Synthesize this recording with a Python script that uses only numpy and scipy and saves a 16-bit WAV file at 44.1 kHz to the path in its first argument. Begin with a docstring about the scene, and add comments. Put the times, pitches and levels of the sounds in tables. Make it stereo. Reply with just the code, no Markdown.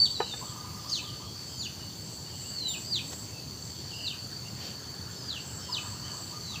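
"""Chicks peep among trees a few metres from a phone: gliding sines hold, then fall steeply through trunk echoes.
Crickets drone as pulsing narrow-band noise, a higher insect comes in humps of noise and another trills in sines.
Farther birds are whistles deep in echo, and a hollow object knocked twice is a sum of decaying modes.
Shaped noise makes the low rumble, leaf hiss, air hiss, brushing leaves and faint far swells."""
import sys
import numpy as np
from scipy import signal
from scipy.fft import rfft, irfft, next_fast_len
from scipy.io import wavfile
from scipy.ndimage import uniform_filter1d, map_coordinates

SR = 44100
rng = np.random.default_rng(int(sys.argv[2]) if len(sys.argv) > 2 else 0)


def wav_record(signal):
    """Record a signal, one row per channel, as 16-bit PCM in the file named by sys.argv[1]."""
    frames = np.transpose(np.atleast_2d(signal))
    bounded = np.clip(frames, -1, 1)
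    # unit amplitude maps onto the largest positive 16-bit level
    quanta = np.round(bounded * 32767).astype(np.int16)
    wavfile.write(sys.argv[1], SR, quanta)


def invert_db(level):
    """Linear amplitude ratio for a level in decibels (20 dB per decade), elementwise."""
    return 10 ** (np.asarray(level, dtype=float) / 20)


N = 291060


def unit(x):
    """Scale to rms 1."""
    return x / np.sqrt(np.mean(x ** 2) + 1e-20)


def wobble(rate, count=N):
    """A smooth random curve through rate knots a second."""
    knots = rng.standard_normal(int(count * rate / SR) + 4)
    return map_coordinates(knots, [np.arange(count) * rate / SR])


def filtered(x, response):
    """Multiply the spectrum of x by a response of frequency."""
    m = next_fast_len(len(x) + 8192)
    return irfft(rfft(x, m) * response(np.fft.rfftfreq(m, 1 / SR)), m)[:len(x)]


def coloured(points):
    """Gain read from (frequency [Hz], gain [dB]) points on a log frequency axis."""
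    f, db = np.transpose(points)
    return lambda hz: invert_db(np.interp(np.log(hz + 1), np.log(f + 1), db))


def resonant(modes):
    """Summed resonances (centre [Hz], half-width at half gain [Hz], gain [dB])."""
    return lambda f: sum(invert_db(db) / (1 + ((f - c) / w) ** 2) for c, w, db in modes)


def noise(response, patchy_db):
    """Coloured noise of rms 1 whose gain varies at random in patches of time and frequency."""
    z = signal.stft(rng.standard_normal(N), nperseg=512)[2]
    field = uniform_filter1d(rng.standard_normal(z.shape), 6, 0)
    field = uniform_filter1d(field, 12, 1)
    patchy = signal.istft(z * invert_db(patchy_db * unit(field)), nperseg=512)[1][:N]
    return unit(filtered(patchy, response))


def bumps(rows, sharp):
    """A gain curve with one hump a row: (middle [s], half-width to 1/e [s], level [dB])."""
    t = np.arange(N) / SR
    return sum(invert_db(db) * np.exp(-np.abs((t - s) / half_width) ** sharp) for s, half_width, db in rows)


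def runs(rows, every, half_width):
    """Evenly spaced humps, about every seconds, from the first to the last time of each run."""
    humps = []
    for first, last, db in rows:
        count = 1 + max(round((last - first) / every), 0)
        humps += [(s, half_width, db) for s in np.linspace(first, last, count)]
    return humps


def add(out, s, x):
    """Mix x into out from time s."""
    part = out[max(round(s * SR), 0):][:len(x)]
    part += x[:len(part)]


def whistle(s, hz, db, hoarse, overtone_db, fade):
    """A gliding sine; hoarseness shakes level and pitch, effort brings out the octave."""
    t = np.arange(s[0], s[-1], 1 / SR)
    level_db = np.interp(t, s, db)
    hoarse = np.interp(t, s, np.clip(hoarse, 0, 1) + np.zeros(len(s)))
    pitch = np.interp(t, s, hz) * (1 + 0.0499 * hoarse * wobble(89.6, count=len(t)))
    phase = 2 * np.pi * (np.cumsum(pitch) / SR + rng.random())
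    edge = np.clip(np.minimum(t - s[0], s[-1] - t) / fade, 0, 1)
    flutter = np.sqrt(1 - hoarse) + np.sqrt(hoarse) * wobble(253.7, count=len(t))
    effort = invert_db(0.83 * (level_db + 35.5))
    # the octave is strongest while the pitch passes 3200 Hz
    octave = invert_db(overtone_db) * effort * np.exp(-((pitch - 3200) / 450) ** 2)
    tone = np.sin(phase) + octave * np.sin(2 * phase)
    return np.sqrt(2) * invert_db(level_db) * edge * flutter * tone


def echoed(x, near_db, near_t60, far_db, far_t60):
    """Direct sound, one wall 22 ms behind it, dense close echoes and a longer tail among the trunks."""
    t = np.arange(SR // 2) / SR
    path = np.zeros(len(t))
    for db, t60 in ((near_db, near_t60), (far_db, far_t60)):
        tail = invert_db(-60 * t / t60) * rng.standard_normal(len(t)) * (t > .003)
        path += invert_db(db) * tail / np.linalg.norm(tail)
    rough_wall = rng.standard_normal(len(t)) * np.exp(-((t - .022) / 0.0088) ** 2)
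    path += invert_db(-17.5) * rough_wall / np.linalg.norm(rough_wall)
    # foliage swallows the treble of the echoes
    path = filtered(path, coloured([(1000, 2), (3000, 3.5), (4500, 0.5), (5200, -3.5), (8000, -14.5)]))
    path[0] += 1  # direct sound
    return signal.fftconvolve(x, path)


def falling_peeps():
    """Times, pitches and levels of near peeps: a soft held note, a plunge to a knee, a slide to the bottom."""
    # near peeps: (plunge start [s], plunge length [s], slide length [s], plunge level [dB], slide level [dB])
    peep_rows = [(0.909, .044, 0.047, -30.5, -40.5), (1.587, .043, 0.045, -38.5, -42.5),
                 (2.907, 0.05, 0.042, -28.5, -35), (4.041, 0.036, 0.058, -36.5, -41),
                 (5.275, .039, .077, -36.5, -44), (5.715, 0.033, 0.043, -33, -37)]
    # held notes: (start [s], first pitch [Hz], pitch as the plunge starts [Hz], level as the note ends [dB])
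    lead_rows = [(.8, 5050, 4850, -50), (1.47, 5140, 5010, -51), (2.86, 4820, 4860, -42),
                 (3.93, 4970, 4890, -45.5), (5.16, 5240, 4890, -48), (5.595, 5360, 5170, -50)]
    # plunge: (share of its length [0-1], share of the way to the knee [0-1], level re plunge level [dB])
    plunge_shape = [(0, 0, -15), (.33, .12, -1.5), (0.649, .5, 1)]
    # slide: (share of its length [0-1], pitch [Hz], level re slide level [dB])
    slide_shape = [(.35, 3254, -4), (.58, 3000, -1.5), (.8, 2680, -0.5), (.96, 2390, -8), (1, 2300, -16)]
    knee_hz, knee_above_mean_db, lead_swell_db = 3770, 1.5, 4
    down, drop, down_db = np.transpose(plunge_shape)
    on, on_hz, on_db = np.transpose(slide_shape)
    for peep, lead in zip(peep_rows, lead_rows):
        s, plunge, slide, plunge_db, slide_db = peep
        start, first_hz, top_hz, lead_db = lead
        knee_db = (plunge_db + slide_db) / 2 + knee_above_mean_db
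        times = np.r_[start, s - .02, s + down * plunge, s + plunge, s + plunge + on * slide]
        # 20 ms before the plunge the pitch stands slightly higher
        hz = np.r_[first_hz, top_hz * 1.008, top_hz - drop * (top_hz - knee_hz), knee_hz, on_hz]
        plunging_db = np.maximum(plunge_db + down_db, lead_db)
        yield times, hz, np.r_[lead_db - lead_swell_db, lead_db, plunging_db, knee_db, slide_db + on_db]


def calls():
    """Time, pitch and level curves of every near call."""
    yield from falling_peeps()
    # a drawn-out peep: (share of length [0-1], pitch [Hz], level re the call [dB])
    drawl_shape = [(0, 4740, -9), (0.148, 4700, -9), (0.288, 4400, -0.5), (.44, 4080, 0), (.6, 3970, 1),
                   (0.759, 3700, -0.5), (.85, 3280, -6), (.91, 2660, 4), (1, 2420, -27)]
    # drawn-out peeps: (start [s], length [s], level [dB], level change over the call [dB])
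    drawl_rows = [(2.5, .275, -37.5, -2.5), (6.386, .19, -50.5, 8.5)]
    share, hz, shape_db = np.transpose(drawl_shape)
    for s, length, db, swell_db in drawl_rows:
        yield s + share * length, hz, db + shape_db + swell_db * share
    # a loud held call and a soft one in two steps, each of rows (time [s], pitch [Hz], level [dB])
    odd_calls = [
        [(0, 4550, -19), (0.035, 4560, -22), (0.047, 4470, -29), (0.058, 3800, -31), (0.07, 3210, -43.5),
         (0.085, 2950, -52)],
        [(0.15, 4240, -35), (0.165, 3920, -45), (.2, 4006, -45), (0.24, 3915, -42.5), (.27, 4170, -48),
         (0.287, 4090, -54), (0.3, 3800, -51), (0.33, 3600, -40), (0.35, 3580, -66), (0.4, 3670, -60)],
    ]
    yield from map(np.transpose, odd_calls)


def chicks():
    """Each peep starts clear, cracks as the pitch falls, and meets its own echoes."""
    out = np.zeros(N)
    for s, hz, db in calls():
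        hoarse = .04 + 0.33 / (1 + (hz / 3600) ** 10)
        peep = whistle(s, hz, db, hoarse, overtone_db=-5.5, fade=.003)
        add(out, s[0], echoed(peep, near_db=-7.5, near_t60=0.14, far_db=-7.0, far_t60=0.37))
    return out


def crickets():
    """A steady narrow band of noise, pulsed by wing strokes and by slower groups of them."""
    # drone: (time [s], level [dB])
    drone_levels = [(0.0, -40), (0.13, -42), (0.57, -50.5), (0.79, -49.5), (1.05, -46), (2.17, -47),
                    (2.81, -45.5), (3.18, -50), (4.1, -44), (5.0, -46.5), (5.48, -50), (5.86, -45),
                    (6.6, -45.5)]
    # cricket bodies: (resonance [Hz], half-width [Hz], relative level [dB])
    cricket_bodies = [(4523, 26, 2.5), (4400, 150, -4.5), (4640, 49, -0.5)]
    stroke_hz = 79.0 + 1.3 * wobble(2.2)
    group_hz = 21 + 0.47 * wobble(2.87)
    strokes = 1 + 0.16 * np.sin(2 * np.pi * np.cumsum(stroke_hz) / SR)
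    groups = 1 + 0.15 * np.sin(2 * np.pi * np.cumsum(group_hz) / SR)
    drone = unit(strokes * groups * noise(resonant(cricket_bodies), patchy_db=0.96))
    return invert_db(np.interp(np.arange(N) / SR, *np.transpose(drone_levels))) * drone


def rumble():
    """Low noise whose level drifts very slightly."""
    # rumble spectrum: (frequency [Hz], relative level [dB])
    rumble_spectrum = [(15, -75), (25, -30), (53, -10), (79, -0.5), (112, 3.5), (317, -11.5), (430, -15.5),
                       (600, -22.5), (780, -33), (1320, -120)]
    return invert_db(-46 + 0.16 * wobble(3.7)) * noise(coloured(rumble_spectrum), patchy_db=0.88)


def leaf_hiss():
    """Leaves hiss as broad noise that follows the breeze."""
    # leaf hiss in the breeze: (time [s], level [dB])
    breeze_levels = [(0, -47.5), (1.5, -49), (3.5, -48.5), (4.8, -49), (6, -47.5), (6.6, -47)]
    # leaf spectrum: (frequency [Hz], relative level [dB])
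    leaf_spectrum = [(180, -40), (300, -4.5), (500, -10.5), (920, -9), (1400, -14.5), (1800, -15.5),
                     (2300, -18), (3030, -14), (4000, -14), (4550, -17), (4950, -9.5), (5600, -12),
                     (6200, -6.5), (6830, -12.5), (7600, -6.5), (7850, -22), (9000, -50)]
    leaf_db = np.interp(np.arange(N) / SR, *np.transpose(breeze_levels))
    return invert_db(leaf_db) * noise(coloured(leaf_spectrum), patchy_db=1.82)


def air_hiss():
    """Faint treble noise whose level drifts by about a decibel."""
    # air spectrum: (frequency [Hz], relative level [dB])
    air_spectrum = [(7700, -32), (7900, -5.5), (8450, 4), (8650, -8.5), (9950, 0.5), (10800, -12),
                    (11500, -24), (11600, -4), (12900, -9), (13000, 2), (14200, -6), (14600, 4.5),
                    (15500, -2.5)]
    return invert_db(-57 + 0.94 * wobble(3.72)) * noise(coloured(air_spectrum), patchy_db=0.6)


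def high_insect():
    """A higher insect swells in runs of bursts, humps of resonant noise."""
    # runs of bursts: (first burst [s], last burst [s], level [dB])
    burst_runs = [(.08, .44, -48.5), (1.0, 1.0, -57), (1.5, 1.5, -55), (2.12, 2.12, -51.5),
                  (2.46, 3.14, -46.5), (3.68, 4.02, -54), (5.52, 6.21, -48.5)]
    # insect body: (resonance [Hz], half-width [Hz], relative level [dB])
    high_bodies = [(7570, 150, 4), (7200, 200, -7), (7980, 150, -4.5), (14400, 600, -13.5)]
    bursts = runs(burst_runs, every=.345, half_width=.13)
    return bumps(bursts, sharp=2.45) * noise(resonant(high_bodies), patchy_db=0.5)


def knocks():
    """Each blow rings the hollow modes; a glancing blow wakes the upper ones more."""
    # knocks: (time [s], blow level [dB], tilt to the upper modes about 800 Hz [dB per octave])
    knock_rows = [(0.2027, -20.5, 1.5), (0.3367, -39.5, 7)]
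    # modes of the hollow object: (frequency [Hz], relative level [dB], decay by 60 dB [s])
    hollow_modes = [(365, -27, .05), (454, -8.5, 0.086), (474.5, -0.5, 0.073), (423, -19, 0.044),
                    (600, -30, 0.034), (812, -2.5, 0.034), (866, -0.5, 0.029), (1237, -11.5, 0.069),
                    (1480, -12, 0.04), (1730, -6.5, 0.029), (2480, -18.5, 0.033), (2950, -14, 0.019)]
    out, t = np.zeros(N), np.arange(SR // 4) / SR
    for s, db, thin_db in knock_rows:
        ring = np.zeros(len(t))
        for hz, mode_db, t60 in hollow_modes:
            start_db = mode_db + thin_db * np.log2(hz / 800) + rng.normal(0, 1)
            ring += invert_db(start_db - 60 * t / t60) * np.sin(2 * np.pi * hz * t)
        soft = 1 - np.exp(-t / 0.00053)  # soft onset of the blow
        add(out, s, echoed(invert_db(db) * soft * ring, near_db=-6.5, near_t60=0.051, far_db=-17.5, far_t60=0.44))
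    return out


def far_birds():
    """Distance blurs the notes of farther chicks and other birds: more echo than direct sound."""
    # farther chicks: (start [s], length [s], first pitch [Hz], level [dB])
    chick_notes = [(0.217, 0.095, 2947, -55.5), (0.477, 0.06, 3240, -57), (1.197, 0.12, 3260, -61),
                   (1.476, 0.096, 3220, -63), (1.792, 0.049, 2950, -58), (2.223, 0.35, 3100, -62.5),
                   (2.618, 0.094, 2990, -52.5), (3.33, 0.06, 2650, -62), (3.889, 0.21, 2950, -53),
                   (4.442, 0.041, 2880, -58), (4.599, 0.14, 3150, -63), (5.588, 0.22, 3056, -58),
                   (6.028, 0.099, 3010, -56.5)]
    # other birds: (start [s], length [s], first pitch [Hz], last pitch [Hz], level [dB])
    other_notes = [(0.503, 0.42, 839, 817, -67), (0.892, 0.012, 4740, 6400, -44),
                   (0.896, 0.02, 6500, 6400, -41), (0.974, .13, 4450, 2790, -53.5),
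                   (1.574, 0.067, 7030, 7050, -48), (1.634, 0.0247, 7060, 6200, -44)]
    sag_hz_per_s, chick_hoarse, other_hoarse = 900, 0.653, .18
    notes = [(s, length, hz, hz - sag_hz_per_s * length, db, chick_hoarse) for s, length, hz, db in chick_notes]
    notes += [(*row, other_hoarse) for row in other_notes]
    out = np.zeros(N)
    for s, length, first_hz, last_hz, db, hoarse in notes:
        note = whistle([0, length], [first_hz, last_hz], [db, db], hoarse, overtone_db=-32, fade=0.094 * length)
        add(out, s, echoed(note, near_db=-4.0, near_t60=0.17, far_db=-1.5, far_t60=0.61))
    return out


def coos():
    """A distant bird's phrases of two-step whistled coos, quick at first, then slower."""
    # phrases: (start [s], stretch of time [ratio], level [dB])
    phrase_rows = [(.41, .99, -41.5), (5.686, 1.02, -42)]
    # coos of a phrase: (time into it before the stretch [s], low note re phrase level [dB])
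    phrase_steps = [(0, 0), (.075, -19), (.146, -5), (.228, -7), (.322, -8), (.435, -8), (.612, -14),
                    (.795, -13.5)]
    # one coo: (share of length [0-1], pitch [Hz], blend from low to high note level [0-1])
    coo_shape = [(0, 985, 0.7), (.22, 994, 0), (.28, 1191, 1), (0.653, 1240, 1), (1, 1163, 1)]
    coo_s, high_note_db = 0.0771, -13  # the high note's level is relative to the phrase
    share, hz, high = np.transpose(coo_shape)
    out = np.zeros(N)
    for start, pace, db in phrase_rows:
        for s, low_db in phrase_steps:
            coo_db = db + low_db + high * (high_note_db - low_db)
            coo = whistle(share * coo_s, hz, coo_db, 0.21, overtone_db=-30, fade=0.0038)
            add(out, start + s * pace, echoed(coo, near_db=-10.0, near_t60=0.11, far_db=-6, far_t60=1.0))
    return out


def harsh_chirp():
    """A harsh chirp over one peep, two humps of resonant noise."""
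    # chirp: (middle [s], half-width [s], level [dB])
    harsh_humps = [(.905, 0.013, -53), (.94, 0.055, -40)]
    rasp = noise(resonant([(6400, 200, -2), (5350, 1200, -2)]), patchy_db=3.5)
    return bumps(harsh_humps, sharp=4.8) * rasp


def trill():
    """A near insect's short pure wing strokes near 7.2 kHz. At the same moments a faint thin tone, 15 dB
    weaker, sounds at 14.8 kHz."""
    # wing strokes: (start [s], level [dB])
    trill_strokes = [(2.68, -37.5), (2.704, -37.5), (2.726, -41.5), (2.765, -47), (2.8, -48)]
    stroke_s = 0.031
    out = np.zeros(N)
    for s, db in trill_strokes:
        for hz, tone_db in ((7220, 0), (14818, -15)):
            stroke = whistle([0, stroke_s], [hz, hz], [db + tone_db] * 2, 0.036, overtone_db=-90, fade=0.0065)
            add(out, s, echoed(stroke, near_db=-3, near_t60=.05, far_db=-13, far_t60=.3))
    return out


def brushing_leaves():
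    """Leaves brush briefly, short humps of crisp noise."""
    # rustles: (middle [s], half-width [s], level [dB])
    rustle_humps = [(3.7, 0.0025, -45), (3.133, 0.0044, -43), (3.125, .022, -45.5), (4.66, 0.077, -44)]
    crisp = coloured([(300, 12), (1500, 2), (6500, 4.5), (8300, -4), (8700, -18), (11000, -26),
                      (12000, -6), (15000, -9)])
    return bumps(rustle_humps, sharp=1.6) * noise(crisp, patchy_db=1.5)


def far_swells():
    """Faint dull swells far off, humps of low resonant noise."""
    # runs of swells: (first swell [s], last swell [s], level [dB])
    swell_runs = [(4.33, 4.33, -57), (4.82, 6.12, -55)]
    swells = runs(swell_runs, every=.26, half_width=.07)
    dull = noise(resonant([(1340, 260, 0.084), (1700, 130, -1.1)]), patchy_db=1)
    return bumps(swells, sharp=0.69) * dull


def scene():
    """One microphone feeds both channels."""
    animals = chicks() + crickets() + high_insect() + far_birds() + coos() + harsh_chirp() + trill()
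    place = rumble() + leaf_hiss() + air_hiss() + knocks() + brushing_leaves() + far_swells()
    return np.tile(animals + place, (2, 1))


def top_cut(x):
    """Nothing passes above the cut-off."""
    return signal.sosfilt(signal.butter(12, 16720, fs=SR, output="sos"), x)


def record(dry):
    """The phone weakens the deepest bass and cuts the treble from 15.5 kHz up."""
    def band(hz):
        bass_cut = 0.13 + 1 / np.sqrt(1 + (60 / (hz + 1)) ** 8)
        return (hz < 15500) * bass_cut
    mix = np.array([filtered(side, band) for side in dry])
    return top_cut(mix)


dry = scene()
out = record(dry)
wav_record(out)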